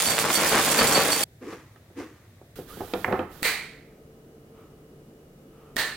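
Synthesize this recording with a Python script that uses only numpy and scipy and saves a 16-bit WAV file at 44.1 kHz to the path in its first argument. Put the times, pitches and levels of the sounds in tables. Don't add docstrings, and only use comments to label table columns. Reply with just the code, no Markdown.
import sys
import numpy as np
from scipy import signal
from scipy.fft import rfft, irfft, next_fast_len
from scipy.io import wavfile

SR = 44100
rng = np.random.default_rng(int(sys.argv[2]) if len(sys.argv) > 2 else 0)


def unload_wav(signal):
    wavfile.write(
        sys.argv[1],
        SR,
        np.round(np.clip(np.atleast_2d(signal).T, -1, 1) * 32767).astype(np.int16),
    )


N = 263091
T = np.arange(N) / SR
SIDES = np.array([[1], [-1]])
TONE_SWITCH_S = 2.557

# (frequency [Hz], left minus right [dB])
HAND_LEAN = [(200, 0), (380, -1), (700, -2.5), (1290, -6.5), (2380, -9), (4400, -11), (8000, -9),
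             (15000, -9.5)]


def undb(db):
    return 10 ** (np.asarray(db) / 20)


def unit(x):
    return x / np.sqrt(np.mean(x ** 2))


def along(points, hz):
    f, value = np.transpose(points)
    return np.interp(np.log(hz), np.log(f), value)


def bins(x):
    return np.maximum(np.fft.rfftfreq(x.shape[-1], 1 / SR), 1)


def shape(x, gain):
    size = 2 * next_fast_len(x.shape[-1] // 2 + 2048)
    cepstrum = irfft(np.log(gain(bins(np.empty(size))) + 1e-6))
    cepstrum[..., 1:size // 2] *= 2
    cepstrum[..., size // 2 + 1:] = 0
    response = np.exp(rfft(cepstrum))
    return irfft(rfft(x, size) * response)[..., :x.shape[-1]]


def colour(x, points):
    return shape(x, lambda f: undb(along(points, f)))


def band(f, hz, width):
    return 1 / np.sqrt(1 + (2 * (f - hz) / width) ** 4)


def lean(x, points):
    tilt = undb(SIDES * along(points, bins(x)) / 2)
    tilt = tilt / np.sqrt(np.mean(tilt ** 2, axis=0))
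    return irfft(rfft(x) * tilt, x.shape[-1])


def ports(pair, width=None):
    # (frequency [Hz], side minus mid [dB])
    near_width = [(100, -28), (250, -20), (700, -14), (1300, -10.5), (2400, -8), (4400, -3), (8000, -1.5),
                  (15000, -2)]
    width = near_width if width is None else width
    side = colour(pair[1], width)
    return shape(pair[0] + SIDES * side, lambda f: (1 + undb(2 * along(width, f))) ** -.5)


def noise(seconds):
    return ports(rng.standard_normal((2, int(seconds * SR))))


def fade(t, t60):
    return np.exp(-np.log(1000) * t / t60)


def gesture(start, length, attack_s, release_s):
    swell = (np.maximum(start - T, 0) / attack_s) ** 2
    release = np.maximum(T - start - length, 0) / release_s
    return np.exp(-swell - release)


def blow(x, db):
    return undb(db) * x / np.sqrt(np.sum(x ** 2) / (.012 * SR))


def add(out, start, x):
    i = max(int(start * SR), 0)
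    out[:, i:i + x.shape[-1]] += x[:, :max(N - i, 0)]


def follow(rows, column, n):
    rows = np.asarray(rows)
    return np.interp(rows[0, 0] + T[:n], rows[:, 0], rows[:, column])


def kitchen(build_s, early=0):
    # (frequency [Hz], t60 [s])
    decay_times = [(100, 0.46), (500, 0.41), (2000, 0.62), (4300, 0.53), (8000, 0.46), (15000, 0.35)]
    hiss = noise(1.0)
    t, log_hz = T[:hiss.shape[1]], np.log(bins(hiss))
    centres = np.log([hz for hz, _ in decay_times])
    spectrum = rfft(hiss)
    tail = 0
    for share, (_, t60) in zip(np.eye(len(centres)), decay_times):
        weight = np.interp(log_hz, centres, share)
        tail = tail + irfft(spectrum * weight, len(t)) * fade(t, t60)
    tail = tail * (1 - (1 - early) * np.exp(-(t / build_s) ** 2))
    return unit(tail) / np.sqrt(len(t))


def in_room(x, wet_db):
    echoes = signal.fftconvolve(x, kitchen(build_s=0.0034), axes=1)[:, :x.shape[1]]
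    return x + undb(wet_db) * echoes


def grains(seconds, per_s, spread_db, cycles=2):
    n = int(seconds * SR)
    hits = rng.random(n) < per_s / SR
    sizes = hits * undb(spread_db * np.minimum(rng.exponential(size=n), 2.9))
    ringing = np.zeros((2, n))
    for hz in np.geomspace(70, 14000, 16):
        b, a = signal.iirpeak(hz, max(cycles, 1), SR)
        ringing += signal.lfilter(b, a, sizes * rng.standard_normal((2, n)))
    return ports(ringing)


def room_tone(early_db, late_db):
    # (frequency [Hz], gain [dB])
    early_tone = [(15, -43.5), (25, -22), (111, 2.5), (145, -3), (175, -9), (659, -16.5), (754, -20.5),
                  (1070, -31.5), (1790, -22), (2910, -32), (3620, -27.5), (4740, -32.5), (16000, -34.5)]
    late_tone = [(15, -33), (25, -11), (49, -7), (117, -9), (149, -6), (405, -7.5), (439, -5), (476, -9.5),
                 (796, -20), (887, -25.5), (1230, -25), (1740, -28.5), (2840, -32), (4140, -35.5),
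                 (16000, -37.5)]
    # (frequency [Hz], rms level [dB])
    hum_partials = [(146, -59), (444, -60), (1265, -80), (2902, -82)]
    # (frequency [Hz], side minus mid [dB])
    air_width = [(60, -30.5), (110, -28), (200, -17.5), (380, -16), (700, -6), (1290, -0.5), (2380, 2.5),
                 (4400, 0), (8120, 1.5), (15000, -2.5)]

    def air(tone):
        return unit(colour(ports(rng.standard_normal((2, N)), air_width), tone))

    early, late = air(early_tone) * undb(early_db), air(late_tone) * undb(late_db)
    hum = np.zeros(N)
    for hz, db in hum_partials:
        drift = np.cumsum(rng.standard_normal(N)) * 0.0147
        hum += undb(db) * np.sqrt(2) * np.sin(2 * np.pi * hz * T + drift)
    return np.where(T < TONE_SWITCH_S, early, late + hum)


def bowl(n, patter_db):
    # (frequency [Hz], relative level [dB], t60 [s])
    modes = [(3332, -10, .28), (4495, -2, .23), (5809, -7, .13), (7273, -5, .15), (7634, -3, .09),
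             (7865, -6, .1), (8328, -9, .2), (8861, -7, .11), (9022, -7, .12), (9943, -12, .1),
             (11149, -10, .1), (12548, -12, .1), (12936, -13, .1), (14185, -13, .1)]
    # (time [s], low modes [relative dB], high modes [relative dB])
    pings = [(.064, -21, -25), (.102, -26, -24), (.188, -28, -27), (.338, -35, -22), (.354, -23.5, -25),
             (.488, -29, -29), (.710, -33, -24), (.787, -21, -27), (.872, -34, -24), (.925, -28, -24),
             (.949, -20, -23), (1.119, -21, -23), (1.233, -22, -23)]
    out = np.zeros((2, n))
    s, low_db, high_db = np.transpose(pings)
    for hz, db, t60 in modes:
        blows = (rng.random(n) < 100 / SR) * rng.standard_normal(n) * undb(patter_db)
        ping_levels = low_db if hz < 5000 else high_db
        blows[(s * SR).astype(int)] += undb(ping_levels + 1.5 * rng.standard_normal(len(s)))
        pole = np.exp(2j * np.pi * hz / SR) * fade(1 / SR, t60)
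        ring = signal.lfilter([1], [1, -pole], blows)
        out += undb(db) * np.imag(ring * np.exp(1j * SIDES * rng.uniform(-1.81, 1)))
    return out * undb(SIDES * -3.5)


def pour(box_db, heap_db, ping_db, wet_db):
    # (frequency [Hz], gain [dB])
    box_colour = [(40, -9), (80, -11), (170, -5.5), (330, -3), (550, -1), (900, -4.5), (1400, -5.5),
                  (2200, -8), (3500, -15.5), (6000, -18.5), (15000, -49)]
    heap_colour = [(300, -23.5), (1000, -15), (2000, -2), (3800, 0.5), (5500, -1.5), (8000, 2), (11000, -2),
                   (16000, -5.5)]
    # (time [s], length [s], relative level [dB])
    shakes = [(0.089, 0.047, -28), (0.245, 0.061, -25), (.385, 0.077, -24.5), (.525, 0.07, -19.5),
              (0.658, 0.15, -26.5), (0.798, 0.051, -19), (0.904, 0.024, -22), (0.961, 0.033, -20),
              (1.021, .075, -28)]
    # (time [s], relative level [dB], left minus right [dB])
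    stream = [(0.0, -24, -3), (0.078, -28.5, -4), (0.176, -34, -6), (0.196, -26, -6.0),
              (0.276, -40.5, -6.5), (0.31, -29.5, -7), (0.356, -27, -7.5), (0.394, -32.5, -9),
              (0.472, -26, -4), (0.582, -30.5, -7), (0.588, -27, -7), (0.732, -28, -5.5),
              (0.858, -28.5, -4.0), (0.872, -25.5, -2.5), (1.002, -29.5, -6.5), (1.225, -29, -2.5)]
    # (time [s], peak level [dB])
    clumps = [(.005, -9), (0.182, -3.5), (.189, -4.5), (0.304, -7), (0.59, -10.5), (0.819, -9.5),
              (.973, -11), (1.131, -7.5)]
    # (frequency [Hz], left minus right [dB])
    pour_lean = [(200, 0), (400, 1), (1300, 2), (2400, .5), (4400, -4), (8000, -3)]
    end_s, attack_s, release_s = 1.238, 0.016, 0.02
    slide_db = -31
    n = int(end_s * SR)

    tumbling = unit(colour(grains(end_s + .1, per_s=1900, spread_db=3.5, cycles=2.5), box_colour))
    clicking = unit(colour(grains(end_s + .1, per_s=2600, spread_db=4.6, cycles=5), heap_colour))
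    power = undb(slide_db) ** 2
    for s, length, db in shakes:
        power = power + (undb(db) * gesture(s, length, attack_s, release_s)) ** 2
    shaking = np.sqrt(power)
    landing = undb(follow(stream, 1, n) + heap_db)
    landing_sides = undb(SIDES * follow(stream, 2, n) / 2)
    out = np.zeros((2, N))
    out[:, :n] = lean(tumbling[:, :n], pour_lean) * shaking[:n] * undb(box_db)
    out[:, :n] += clicking[:, :n] * landing * landing_sides

    flap = colour(signal.unit_impulse(512),
                  [(150, -15.5), (700, -2.5), (1800, -2), (3500, -5.5), (8000, -26.0)])
    for s, db in clumps:
        add(out, s, np.ones((2, 1)) * undb(db) * flap / np.abs(flap).max())
    out = in_room(out, wet_db)
    out[:, :2 * SR] += undb(ping_db) * bowl(2 * SR, patter_db=-41)
    return out * fade(np.maximum(T - end_s, 0), 0.011)


def scuffs():
    # (time [s], length [s], rub level [dB], scratch level at the end of the swell [dB])
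    slips = [(1.426, 0.1, -40, -42.5), (1.98, 0.031, -35, -43.5)]
    # (frequency [Hz], gain [dB])
    rub_colour = [(120, -31), (220, -3.5), (310, 8.5), (380, -1.5), (490, 3), (560, -15.5), (660, -39),
                  (1200, -47)]
    scratch_colour = [(380, -27), (650, -13), (1190, -4), (1290, -9), (2040, -8.5), (3680, -21.5),
                      (6470, -21), (7480, -26), (15000, -32.5)]
    attack_s, rub_release_s, scratch_release_s = 0.013, 0.047, 0.053
    swell_db_per_s = 106
    tail_db, tail_s = -14, 0.24
    rub = unit(colour(grains(N / SR + .1, per_s=1200, spread_db=1.2), rub_colour))[:, :N]
    scratch = unit(colour(grains(N / SR + .1, per_s=4000, spread_db=-1.0), scratch_colour))[:, :N]
    out = np.zeros((2, N))
    for s, length, rub_db, scratch_db in slips:
        swell = undb(-swell_db_per_s * np.maximum(s + length - T, 0))
        tail = undb(tail_db) * gesture(s, length, 0.034, tail_s)
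        grip = gesture(s, length, attack_s, scratch_release_s)
        out += rub * undb(rub_db) * gesture(s, length, attack_s, rub_release_s)
        out += scratch * undb(scratch_db) * swell * np.hypot(grip, tail)
    return out


def knocks(blow_t60, rattle_db, strike, click_t60, wet_db):
    # (time [s], level [dB], contact cut-off [Hz])
    hits = [(1.426, -40.5, 700), (1.528, -39.5, 1210), (1.759, -50, 2500), (1.902, -46.5, 442),
            (2.003, -36.5, 494), (2.415, -43.5, 670), (2.587, -29, 410), (2.768, -33.5, 350),
            (2.806, -24.5, 810), (2.936, -19, 805), (3.054, -28, 800), (3.079, -20, 900),
            (3.111, -20.5, 700), (3.127, -17.5, 1140), (3.140, -20, 750), (3.191, -19, 1020)]
    # (frequency [Hz], width [Hz], relative level [dB])
    counter = [(86, 16, 5.5), (190, 49, -4), (365, 84, -0.5), (501.5, 58, -3.5), (734, 72, -2.5),
               (832, 83, -6.5), (1300, 250, -5), (1774, 180, -4.5), (3370, 3600, -12)]
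    # (time [s], level [dB], frequency [Hz], width [Hz])
    clicks = [(2.937, -30, 3150, 2500), (3.045, -17.5, 1600, 770), (3.125, -35, 2300, 1400),
              (3.192, -36.5, 2280, 1400)]
    middling_db, middling_hz = -30, 700
    middling_t60, middling_low_hz = .14, 164
    deeper_db_per_octave, longer_db_per_doubling = 34, 32
    hard_thinning = 0.16
    out = np.zeros((2, N))
    t = T[:SR // 4]
    for s, db, contact_hz in hits:
        weight_db = db - middling_db
        hardness = (contact_hz / middling_hz) ** hard_thinning
        low_hz = middling_low_hz * hardness * 2 ** (-weight_db / deeper_db_per_octave)
        t60 = middling_t60 * 2 ** (weight_db / longer_db_per_doubling)

        def body(f):
            modes = sum(undb(2 * mode_db) / (1 + (2 * (f - hz) / width) ** 2)
                        for hz, width, mode_db in counter)
            return np.sqrt(modes / (1 + (f / contact_hz) ** 5) / (1 + (low_hz / f) ** 4))

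        push = noise(len(t) / SR) * (fade(t, blow_t60) + undb(rattle_db) * fade(t, t60))
        push[:, 0] += strike
        add(out, s, blow(shape(push, body), db))
    for s, db, hz, width in clicks:
        click = shape(noise(len(t) / SR) * fade(t, click_t60), lambda f: band(f, hz, width))
        add(out, s, blow(click, db))
    return lean(in_room(out, wet_db), HAND_LEAN)


def rustle(hiss_db, squeak_width_hz):
    # (time [s], length [s], relative hiss level [dB])
    strokes = [(2.558, 0.022, -49.5), (2.704, 0.35, -49.5), (3.11, .075, -58), (3.335, 0.1, -53.5)]
    # (time [s], peak level [dB], spread [s])
    swishes = [(4.596, -59, 0.041), (4.693, -65.5, 0.099), (5.65, -58.5, 0.094)]
    # (frequency [Hz], gain [dB])
    hiss_colour = [(300, 15.5), (800, 0.5), (1350, 9.5), (2200, 1), (3400, 4.5), (6000, -2), (9000, -2),
                   (13000, 3.5), (16000, 1)]
    sleeve_colour = [(600, -6), (1000, -7), (1280, 0.5), (1600, -17), (2400, -16), (3000, -15.5),
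                     (4500, -33), (12000, -29)]
    attack_s, release_s = 0.03, 0.075
    squeak_at_s, squeak_s, squeak_db = 2.703, 0.038, -45
    squeak_hz, rise_hz, rise_s = 1214, 428, .06

    power = sum((undb(db + hiss_db) * gesture(s, length, attack_s, release_s)) ** 2
                for s, length, db in strokes)
    hiss = unit(colour(ports(rng.standard_normal((2, N))), hiss_colour))
    hiss = hiss * np.sqrt(power) * (T > TONE_SWITCH_S)

    wobble = shape(ports(rng.standard_normal((2, N))), lambda f: band(f, 0, squeak_width_hz))
    slip = unit(1.3 + unit(wobble))
    pitch = squeak_hz + rise_hz * np.clip((T - squeak_at_s) / rise_s, 0, 1) ** 2
    squeak = slip * np.sin(2 * np.pi * np.cumsum(pitch) / SR)
    squeak = squeak * undb(squeak_db) * gesture(squeak_at_s, squeak_s, 0.0094, 0.029)

    swell = sum(undb(db) * np.exp(-((T - s) / spread) ** 2 / 2) for s, db, spread in swishes)
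    sleeve = unit(colour(ports(rng.standard_normal((2, N))), sleeve_colour))
    return lean(hiss + squeak, HAND_LEAN) + swell * sleeve


def snaps(cavity_db, crack_t60, thump_hz, lead_s, skin_db):
    # (time [s], crack peak [dB], palm cavity [Hz], cavity width [Hz],
    #   room level [dB], thump level [dB], top octave gain [dB])
    hits = [(3.4295, -8.5, 2180, 680, -32.5, -22.5, 1.5), (5.766, -11.5, 1806, 307, -35, -23, -1.5)]
    # (frequency [Hz], gain [dB])
    snap_colour = [(60, -7.5), (150, -6), (450, 2), (1000, -0.5), (1550, 3), (2700, -0.5), (3500, -0.5),
                   (4300, 5.5), (5300, -6.5), (6800, -6), (8700, -3.5), (11500, -9.5), (16000, -5)]
    # (frequency [Hz], left minus right [dB])
    snap_lean = [(400, 0), (700, -.5), (1300, -2.5), (2400, -4), (4400, -8.5), (8000, -9), (15000, -6.5)]
    out = np.zeros((2, N))
    t = T[:SR // 2]
    for s, crack_db, cavity_hz, width_hz, room_db, thump_db, top_db in hits:
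        def fist(f):
            cavity = cavity_db * band(f, cavity_hz, width_hz) ** 2
            top = top_db / (1 + (7000 / f) ** 8)
            return undb(along(snap_colour, f) + cavity + top)

        crack = shape(noise(.5) * fade(t, crack_t60), fist)
        echoes = shape(kitchen(build_s=0.019, early=0.075), fist)
        thump = np.sin(2 * np.pi * thump_hz * t) + undb(skin_db) * noise(.5)
        add(out, s, undb(crack_db) * crack / np.abs(crack).max())
        add(out, s, undb(room_db) * unit(echoes))
        add(out, s - lead_s, undb(thump_db) * thump * fade(t, 0.02))
    return lean(out, snap_lean)


def scene():
    return (room_tone(early_db=-53.4, late_db=-51.5)
            + pour(box_db=-0.5, heap_db=1.5, ping_db=1.0, wet_db=-7)
            + scuffs()
            + knocks(blow_t60=0.019, rattle_db=3.5, strike=5.5, click_t60=0.018, wet_db=-9.5)
            + rustle(hiss_db=5, squeak_width_hz=180)
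            + snaps(cavity_db=9.5, crack_t60=0.024, thump_hz=269.0, lead_s=0.0052, skin_db=-10))


def record(dry):
    ceiling, top_hz = .7, 16000
    rounded = ceiling * np.tanh(dry / ceiling)
    low_pass = signal.ellip(10, .2, 80, top_hz, fs=SR, output="sos")
    return signal.sosfilt(low_pass, rounded)


dry = scene()
out = record(dry)
unload_wav(out)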